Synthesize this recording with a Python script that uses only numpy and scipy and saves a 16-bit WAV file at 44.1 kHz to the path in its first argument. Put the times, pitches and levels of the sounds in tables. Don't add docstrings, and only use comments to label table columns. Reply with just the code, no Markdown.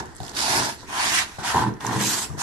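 import sys
import numpy as np
from scipy import signal
from scipy.fft import rfft, irfft, next_fast_len
from scipy.io import wavfile
from scipy.ndimage import uniform_filter1d, map_coordinates

SR = 44100
rng = np.random.default_rng(int(sys.argv[2]) if len(sys.argv) > 2 else 0)


def how_loud(loudness_db):
    steps = np.asarray(loudness_db, float) / 20
    return 10 ** steps


def wav_out(sig):
    wavfile.write(sys.argv[1], SR, np.round(np.clip(np.atleast_2d(sig).T, -1, 1) * 32767).astype(np.int16))


N = 106986

# (time [s], speed as grit level [dB], pressure as slab ring over grit [dB])
RAKE_STROKES = [
    [(0, -38, 15), (.02, -53, 12.5), (.13, -58.5, 8.5), (.2, -47, -24), (.206, -46.5, -5), (.25, -43, 0.5),
     (.32, -45.5, 1.5)],
    [(.32, -50, -2), (.35, -40.5, 0), (.372, -25.5, -10), (.57, -21.5, -3.5), (.69, -29, -1.5),
     (.725, -36, -7), (.77, -46, -11), (.86, -49.5, 3)],
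    [(.86, -53, -21), (.895, -41, 3), (.95, -31, 2.5), (1.01, -23.5, -4), (1.12, -23.5, -7.5),
     (1.185, -18, -14), (1.225, -25, -2), (1.255, -38.5, -6.5), (1.378, -48.5, -1)],
]
# (time [s], speed as grit level [dB], pressure as slab ring over grit [dB])
PUSH_STROKES = [
    [(1.378, -52, -7), (1.39, -42.5, 0.5), (1.43, -38.5, 8), (1.48, -23.5, -8.5), (1.53, -29, 2),
     (1.61, -31, 5.5), (1.65, -39.5, 9), (1.7, -50.5, 8.5), (1.8, -74.5, 22)],
    [(1.8, -57, -3), (1.806, -46.5, 6), (1.85, -37.5, 4), (1.92, -35.5, 7), (2.02, -26, -7.5)],
    [(2.02, -25.5, -3), (2.06, -21.5, -19.5), (2.13, -22.5, -10), (2.252, -29.5, -9.5), (2.275, -41, -12),
     (2.37, -54, -3)],
    [(2.37, -52, 11), (2.385, -34.5, -13), (2.4, -27.5, -6), (2.43, -22.5, -10.5)],
]
# (frequency [Hz], density [dB per Hz])
GRIT_COLOURS = [
    [(1800, -8), (2450, -17), (4300, -8.5), (8000, -9.5), (12000, -24)],
    [(1500, -3), (2500, -9), (4700, -3.5), (6500, -6.5), (12000, -14.5)],
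    [(1300, -11.5), (2000, -11), (3000, -15), (7000, -17.5), (12000, -26.5)],
    [(1500, -1.5), (2300, -11), (3200, -7.5), (7200, -11), (12000, -19.5)],
    [(1750, -5.5), (2300, -7), (4500, -9), (7500, -9), (12000, -17)],
    [(1500, -1.5), (2400, -5.5), (5200, -2.5), (7800, 1), (9200, -8), (12000, -6.5)],
    [(1400, -5), (2200, -16.5), (6400, -6), (8500, -12.5), (12000, -19)],
]
# (left lag [ms], grain size spread [dB], slab pitch under the palm [ratio])
HAND_PLACES = [(0.25, 3.5, 0.95), (0.246, 1.85, 0.929), (0.19, 1.3, 1.027), (0.075, 2, 0.99),
               (0.02, 0.5, 1.03), (0.0055, 1.5, 1.02), (0.15, 0.5, 1.1)]
# (time [s], level [dB])
HAND_WEIGHT = [(0, -34.5), (.19, -52), (.21, -41.5), (.3, -43.5), (.6, -28.5), (.77, -49), (1.1, -37),
               (1.37, -55.5), (1.39, -43.5), (1.535, -39.5), (1.547, -24), (1.69, -31), (1.79, -53),
               (1.85, -33), (1.96, -26), (2.29, -44.5), (2.305, -42.5), (2.43, -40.5)]
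# (frequency [Hz], width [Hz], level [dB])
SLAB_MODES = [(743, 183, -6), (867, 52, 0), (978, 148, -4), (1586, 82, -9), (1784, 66, -8.5)]
# (frequency [Hz], width [Hz], level [dB])
CABINET_MODES = [(59.5, 30, -6), (126.8, 45, 7), (191, 83, 1), (309, 124, 4.5), (410, 206, 1)]
# (frequency [Hz], width [Hz], level [dB])
THUMP_MODES = [(80.5, 39, -4), (158.6, 22, -2)]
# (frequency [Hz], width [Hz], level [dB])
ROLL_MODES = [(770, 170, -4), (985, 200, 0), (1500, 280, -9), (2080, 250, -15)]
# (time [s], knock level [dB], thump level [dB])
LANDINGS = [(.001, -33, -32.5), (0.2017, -36, -28), (.217, -36, -28), (1.385, -23.5, -31),
            (1.543, -19.5, -34), (2.297, -40, -27), (2.311, -34, -28), (2.326, -36, -34), (2.336, -43, -28),
            (2.356, -44, -32), (2.377, -29.5, -30.5)]
# (time [s], peak level [dB], pitch [Hz])
GRAIN_TICKS = [(.0573, -29, 7440), (0.151, -33, 8000), (0.1656, -23, 8300), (0.183, -33, 6500),
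               (.203, -22.5, 3920), (.2325, -21, 4150), (0.2498, -22, 4630), (.2645, -24, 5100),
               (0.2772, -31, 8100), (.281, -19, 3370), (0.2953, -20, 4630), (.16, -33, 9000),
               (.2195, -32, 4500), (.241, -39, 5000), (.256, -33, 4700), (.27, -31, 4700),
               (.288, -36, 5200), (.3125, -32, 4700), (.317, -28, 4600), (.335, -31, 4670),
               (.3444, -25, 4130), (.35, -17.5, 4220), (.355, -25, 5500), (0.37, -15, 4340),
               (0.3915, -9, 4370), (.405, -6.5, 4750), (.415, -7.5, 4500), (1.739, -33, 5500),
               (0.801, -41, 4500), (1.8075, -21, 3480), (1.8662, -9, 6020), (1.8664, -28, 8400),
               (2.012, -10.5, 5000)]
# (time [s], peak level [dB], pitch [Hz])
CRUSHED_LUMPS = [(.2022, -26.5, 750), (.232, -31.5, 755), (.424, -25, 890), (.441, -21.5, 870),
                 (.482, -21.5, 724), (.513, -28, 860), (.534, -26, 725), (.547, -22, 950),
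                 (.559, -19.5, 914), (.599, -29, 920), (.622, -24, 999), (.669, -24, 872),
                 (.83, -36.5, 990), (2.302, -35, 1174), (2.349, -35, 935), (2.3835, -33, 1100)]
# (time [s], pitch [Hz], level [dB])
GROAN_TRACKS = [
    [(1.54, 145, -39), (1.558, 149.4, -30), (1.586, 147.7, -37), (1.63, 123.4, -32.5),
     (1.686, 122.8, -25.5), (1.72, 127.6, -43), (1.728, 128, -36), (1.738, 133, -62), (1.76, 133, -47)],
    [(1.85, 113, -55), (1.862, 111.6, -39), (1.912, 125.9, -41), (1.974, 123.2, -33), (1.984, 121.3, -28),
     (2.042, 117.5, -38), (2.088, 122, -38), (2.1, 125, -71)],
]
# (pitch [ratio], level [dB])
GROAN_PARTIALS = [(1, -0.5), (1.66, -4.5), (2.7, -8.5)]
# (time [s], peak level [dB])
ROLL_SLIPS = [(1.5445, -12.5), (1.556, -15), (1.559, -15), (1.5675, -9.5), (1.578, -11.5), (1.59, -14.5),
              (1.596, -25), (1.611, -22), (1.62, -13), (1.628, -16.5), (1.637, -15.5), (1.648, -19),
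              (1.664, -18.5), (1.69, -24.5), (1.847, -16), (1.876, -26), (1.894, -21.5), (1.906, -27),
              (1.929, -22), (1.94, -19.5), (1.961, -18.5), (2.012, -26), (2.04, -25), (2.414, -26.5)]
# (frequency [Hz], correlation [0..1])
STEREO_LIKENESS = [(60, 0.19), (150, 1), (500, 0.87), (800, 0.7), (1100, 0.36), (2500, 0.26),
                   (12000, 0.076)]
# (frequency [Hz], level [dB])
STEREO_LEAN = [(60, -4), (150, 1.5), (380, -1.5), (950, 0.5), (2380, -2.5), (5980, -6.5), (15000, 8)]
# (frequency [Hz], density [dB per Hz])
ROOM_TONE = [(30, -2.5), (75, 7), (260, -19.5), (520, -13.5), (900, -13.5), (1900, -8), (2450, -31),
             (4000, -27), (12000, -33.5)]
# (frequency [Hz], T60 [s])
ROOM_T60 = [(100, 0.22), (400, 0.38), (10000, 0.063)]

SLAB_ROUGH_DB, WEIGHT_ROUGH_DB, CLUMP_DB, PATCH_DB = 2, 2.2, 1, 2.1
TICK_T60_S, TICK_CRACK, TICK_DB = 0.0028, 0.7, 2.5
LUMP_T60_S, LUMP_DB = 0.032, 4.5
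GROAN_DRIFT_SHARE, GROAN_DB, GROAN_ROUGH_DB = 0.05, 2, 3.2
ROLL_SLIP_DB, AIR_DB, ROOM_DB = 1, -47.5, -12
TOP_HZ, EDGE_HZ, SPARED_HZ = 15500, 12160, 14200
SPARED_DB, SPARED_SHARE, QUIET_LIFT = -11, 0.4, 0.2
FRAME_SAMPLES, SHIFT_SAMPLES = 2048, 760
WEAK_SHARE, TOP_WEAK_SHARE = 0.45, 1.15


def unit(x):
    return x / np.sqrt(np.mean(x ** 2) + 1e-20)


def along(points, hz):
    point_hz, values = np.transpose(points)
    return np.interp(np.log(hz + 1), np.log(point_hz + 1), values)


def curves(rows):
    time_s, *columns = np.transpose(rows)
    return [np.interp(np.arange(N) / SR, time_s, column, -120, -120) for column in columns]


def wobble(rate_hz):
    knots = rng.standard_normal(int(N * rate_hz / SR) + 4)
    return map_coordinates(knots, [np.arange(N) * rate_hz / SR])


def filtered(x, response):
    size = next_fast_len(N + SR // 2)
    spectrum = rfft(x, size) * response(np.fft.rfftfreq(size, 1 / SR))
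    return irfft(spectrum, size)[..., :N]


def body(modes):
    def response(f):
        total = 0
        for k, (centre_hz, width_hz, db) in enumerate(modes):
            damping = 1j * f * width_hz
            total = total + (-1) ** k * how_loud(db) * damping / (centre_hz ** 2 - f * f + damping)
        return total
    return response


def grains(spread_db, size=1):
    draws = np.minimum(rng.exponential(size=N // size + 1), 4)
    sizes = np.repeat(how_loud(spread_db * draws), size)[:N]
    return rng.standard_normal((2, N)) * sizes


def patchy(pair, depth_db):
    z = signal.stft(pair, nperseg=512)[2]
    field = uniform_filter1d(rng.standard_normal(z.shape[1:]), 6, 0)
    field = uniform_filter1d(field, 8, 1)
    return signal.istft(z * how_loud(depth_db * unit(field)), nperseg=512)[1][:, :N]


def ports(pair, lag_ms):
    def spread(hz):
        angle = np.arccos(np.clip(along(STEREO_LIKENESS, hz), -1, 1)) / 2
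        return np.array([np.cos(angle), np.sin(angle)])

    def lean_and_lag(hz):
        half = how_loud(along(STEREO_LEAN, hz) / 2) * np.exp(-1j * np.pi * hz * lag_ms / 1000)
        return np.array([half, 1 / half])

    mid, side = filtered(pair, spread)
    return filtered(np.array([mid + side, mid - side]), lean_and_lag)


def scattered(x, smear_db):
    t = np.arange(SR // 50) / SR
    smear = rng.standard_normal(len(t)) * how_loud(-60 * t / 0.025)
    copy = signal.fftconvolve(x, smear / np.linalg.norm(smear))[:N]
    return np.array([x, how_loud(smear_db) * copy])


def struck(events, response, extra_db=0):
    blows, one = np.zeros(N), filtered(np.eye(1, N)[0], response)
    for s, db in events:
        blows[round(s * SR)] = how_loud(db + extra_db)
    return filtered(blows, response) / np.abs(one).max()


def strokes():
    out = 0
    for rows, colour, place in zip(RAKE_STROKES + PUSH_STROKES, GRIT_COLOURS, HAND_PLACES):
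        lag_ms, spread_db, ratio = place
        speed_db, press_db = curves(rows)
        clumps = how_loud(CLUMP_DB * wobble(60.42))

        def grit_shape(hz):
            return how_loud(along(colour, hz)) / (1 + (1150 / (hz + 1)) ** 8)

        def slab_shape(hz):
            return body(SLAB_MODES)(hz / ratio) / (1 + (600 / (hz + 1)) ** 5)

        crushed = patchy(grains(spread_db, size=12) * clumps, PATCH_DB)
        grit = unit(filtered(crushed, grit_shape))
        ring = unit(filtered(grains(SLAB_ROUGH_DB, size=60) * clumps, slab_shape))
        out = out + ports(how_loud(speed_db) * (grit + how_loud(press_db) * ring), lag_ms)
    return out


def weight():
    def upper_shape(hz):
        band = 1 / (1 + (hz / 540) ** 6) / (1 + (130 / (hz + 1)) ** 3)
        return body(CABINET_MODES[2:])(hz) * band

    def lower_shape(hz):
        return body(CABINET_MODES[:2])(hz) / (1 + (hz / 200) ** 4)

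    level_db, = curves(HAND_WEIGHT)
    drag = grains(WEIGHT_ROUGH_DB, size=200)
    upper = unit(filtered(drag, upper_shape))
    lower = unit(filtered(drag[::-1], lower_shape))
    depth = np.clip(0.14 + (level_db + 34.5) / 12, 0.4, 1)
    return ports(how_loud(level_db) * (0.73 * upper + 0.85 * depth * lower), 0.1)


def air():
    noise = rng.standard_normal((2, N))
    tone = unit(filtered(noise, lambda hz: how_loud(along(ROOM_TONE, hz))))
    return how_loud(AIR_DB) * ports(tone, 0)


def landings():
    def soft(hz):
        return 1 / (1 + 1j * hz / 900) ** 2

    knocks = [(s, db) for s, db, _ in LANDINGS]
    thumps = [(s, db) for s, _, db in LANDINGS]
    land = struck(knocks, lambda hz: body(SLAB_MODES)(hz) * soft(hz))
    land = land + struck(thumps, lambda hz: body(THUMP_MODES)(hz) * soft(2 * hz))
    return ports(scattered(land, 2.5), 0.17)


def room(x):
    hz, t, z = signal.stft(rng.standard_normal((2, SR // 2)), SR, nperseg=256)
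    decay = how_loud(-60 * t / along(ROOM_T60, hz)[:, None])
    tail = signal.istft(z * decay, SR, nperseg=256)[1]
    late = np.pad(x, (400, 0))[None]
    return signal.fftconvolve(late, tail / np.linalg.norm(tail[0]), axes=1)[:, :N]


def ticks():
    out, t = np.zeros(N + SR), np.arange(SR // 50) / SR
    onset = 1 - np.exp(-t / 0.000093)
    for s, db, hz in GRAIN_TICKS:
        crack = TICK_CRACK * hz / 7000 * rng.standard_normal(len(t))
        ping = np.sin(2 * np.pi * hz * t) + crack
        out[round(s * SR):][:len(t)] += how_loud(db + TICK_DB - 60 * t / TICK_T60_S) * ping * onset
    bright = filtered(out[:N], lambda hz: (1j * hz / (2200 + 1j * hz)) ** 3)
    return ports(scattered(bright, 1.5), 0.194)


def lumps():
    out, t = np.zeros(N + SR), np.arange(SR // 20) / SR
    onset = 1 - np.exp(-t / 0.00068)
    for s, db, hz in CRUSHED_LUMPS:
        decay = how_loud(db + LUMP_DB - 60 * t / LUMP_T60_S)
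        out[round(s * SR):][:len(t)] += decay * np.sin(2 * np.pi * hz * t) * onset
    return ports(scattered(out[:N], -1), 0.2)


def groan():
    out = 0
    for rows in GROAN_TRACKS:
        hz, level_db = curves(rows)
        for ratio, db in GROAN_PARTIALS:
            drift = 1 + GROAN_DRIFT_SHARE * wobble(40.16)
            turns = np.cumsum(np.abs(hz) * ratio * drift) / SR
            level = how_loud(level_db + db + GROAN_DB + GROAN_ROUGH_DB * wobble(60))
            out = out + level * np.sin(2 * np.pi * turns)
    return ports(scattered(out, 2), 0.11)


def judder():
    roll = struck(ROLL_SLIPS, lambda hz: body(ROLL_MODES)(hz) ** 2, ROLL_SLIP_DB)
    return ports(scattered(roll, -12), 0.037)


def scene():
    near = strokes() + weight() + landings() + ticks() + lumps() + groan() + judder()
    return near + how_loud(ROOM_DB) * room(near.mean(0)) + air()


def thinned(x):
    padded = np.pad(x, ((0, 0), (SHIFT_SAMPLES, 0)))
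    hz, t, z = signal.stft(padded, SR, window="cosine", nperseg=FRAME_SAMPLES)
    field = rng.standard_normal((len(hz) // 12 + 1, len(t)))
    field = np.repeat(field, 12, 0)[:len(hz)]
    f, size = hz[:, None], np.abs(z).mean(0)
    strength = size / (uniform_filter1d(size, size=24, axis=0) + 1e-12)
    spared = field + ((f - SPARED_HZ) / 620) ** 2 < SPARED_SHARE
    kept = spared * (strength > TOP_WEAK_SHARE)
    top = size[(hz > 12500) & (hz < 15000)].mean(0) + 1e-9
    lift = (top / top.max()) ** -QUIET_LIFT
    below = (strength > WEAK_SHARE) | (f < 1200)
    gain = np.where(f < EDGE_HZ + 150 * field[0], below, how_loud(SPARED_DB) * kept * lift)
    out = signal.istft(z * gain, SR, window="cosine", nperseg=FRAME_SAMPLES)[1]
    return out[:, SHIFT_SAMPLES:SHIFT_SAMPLES + N]


def low_pass(x):
    return signal.sosfilt(signal.butter(12, 15900, fs=SR, output="sos"), x)


def record(dry):
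    limited = filtered(dry, lambda hz: hz < TOP_HZ)
    mix = thinned(limited)
    return low_pass(mix)


dry = scene()
out = record(dry)
wav_out(out)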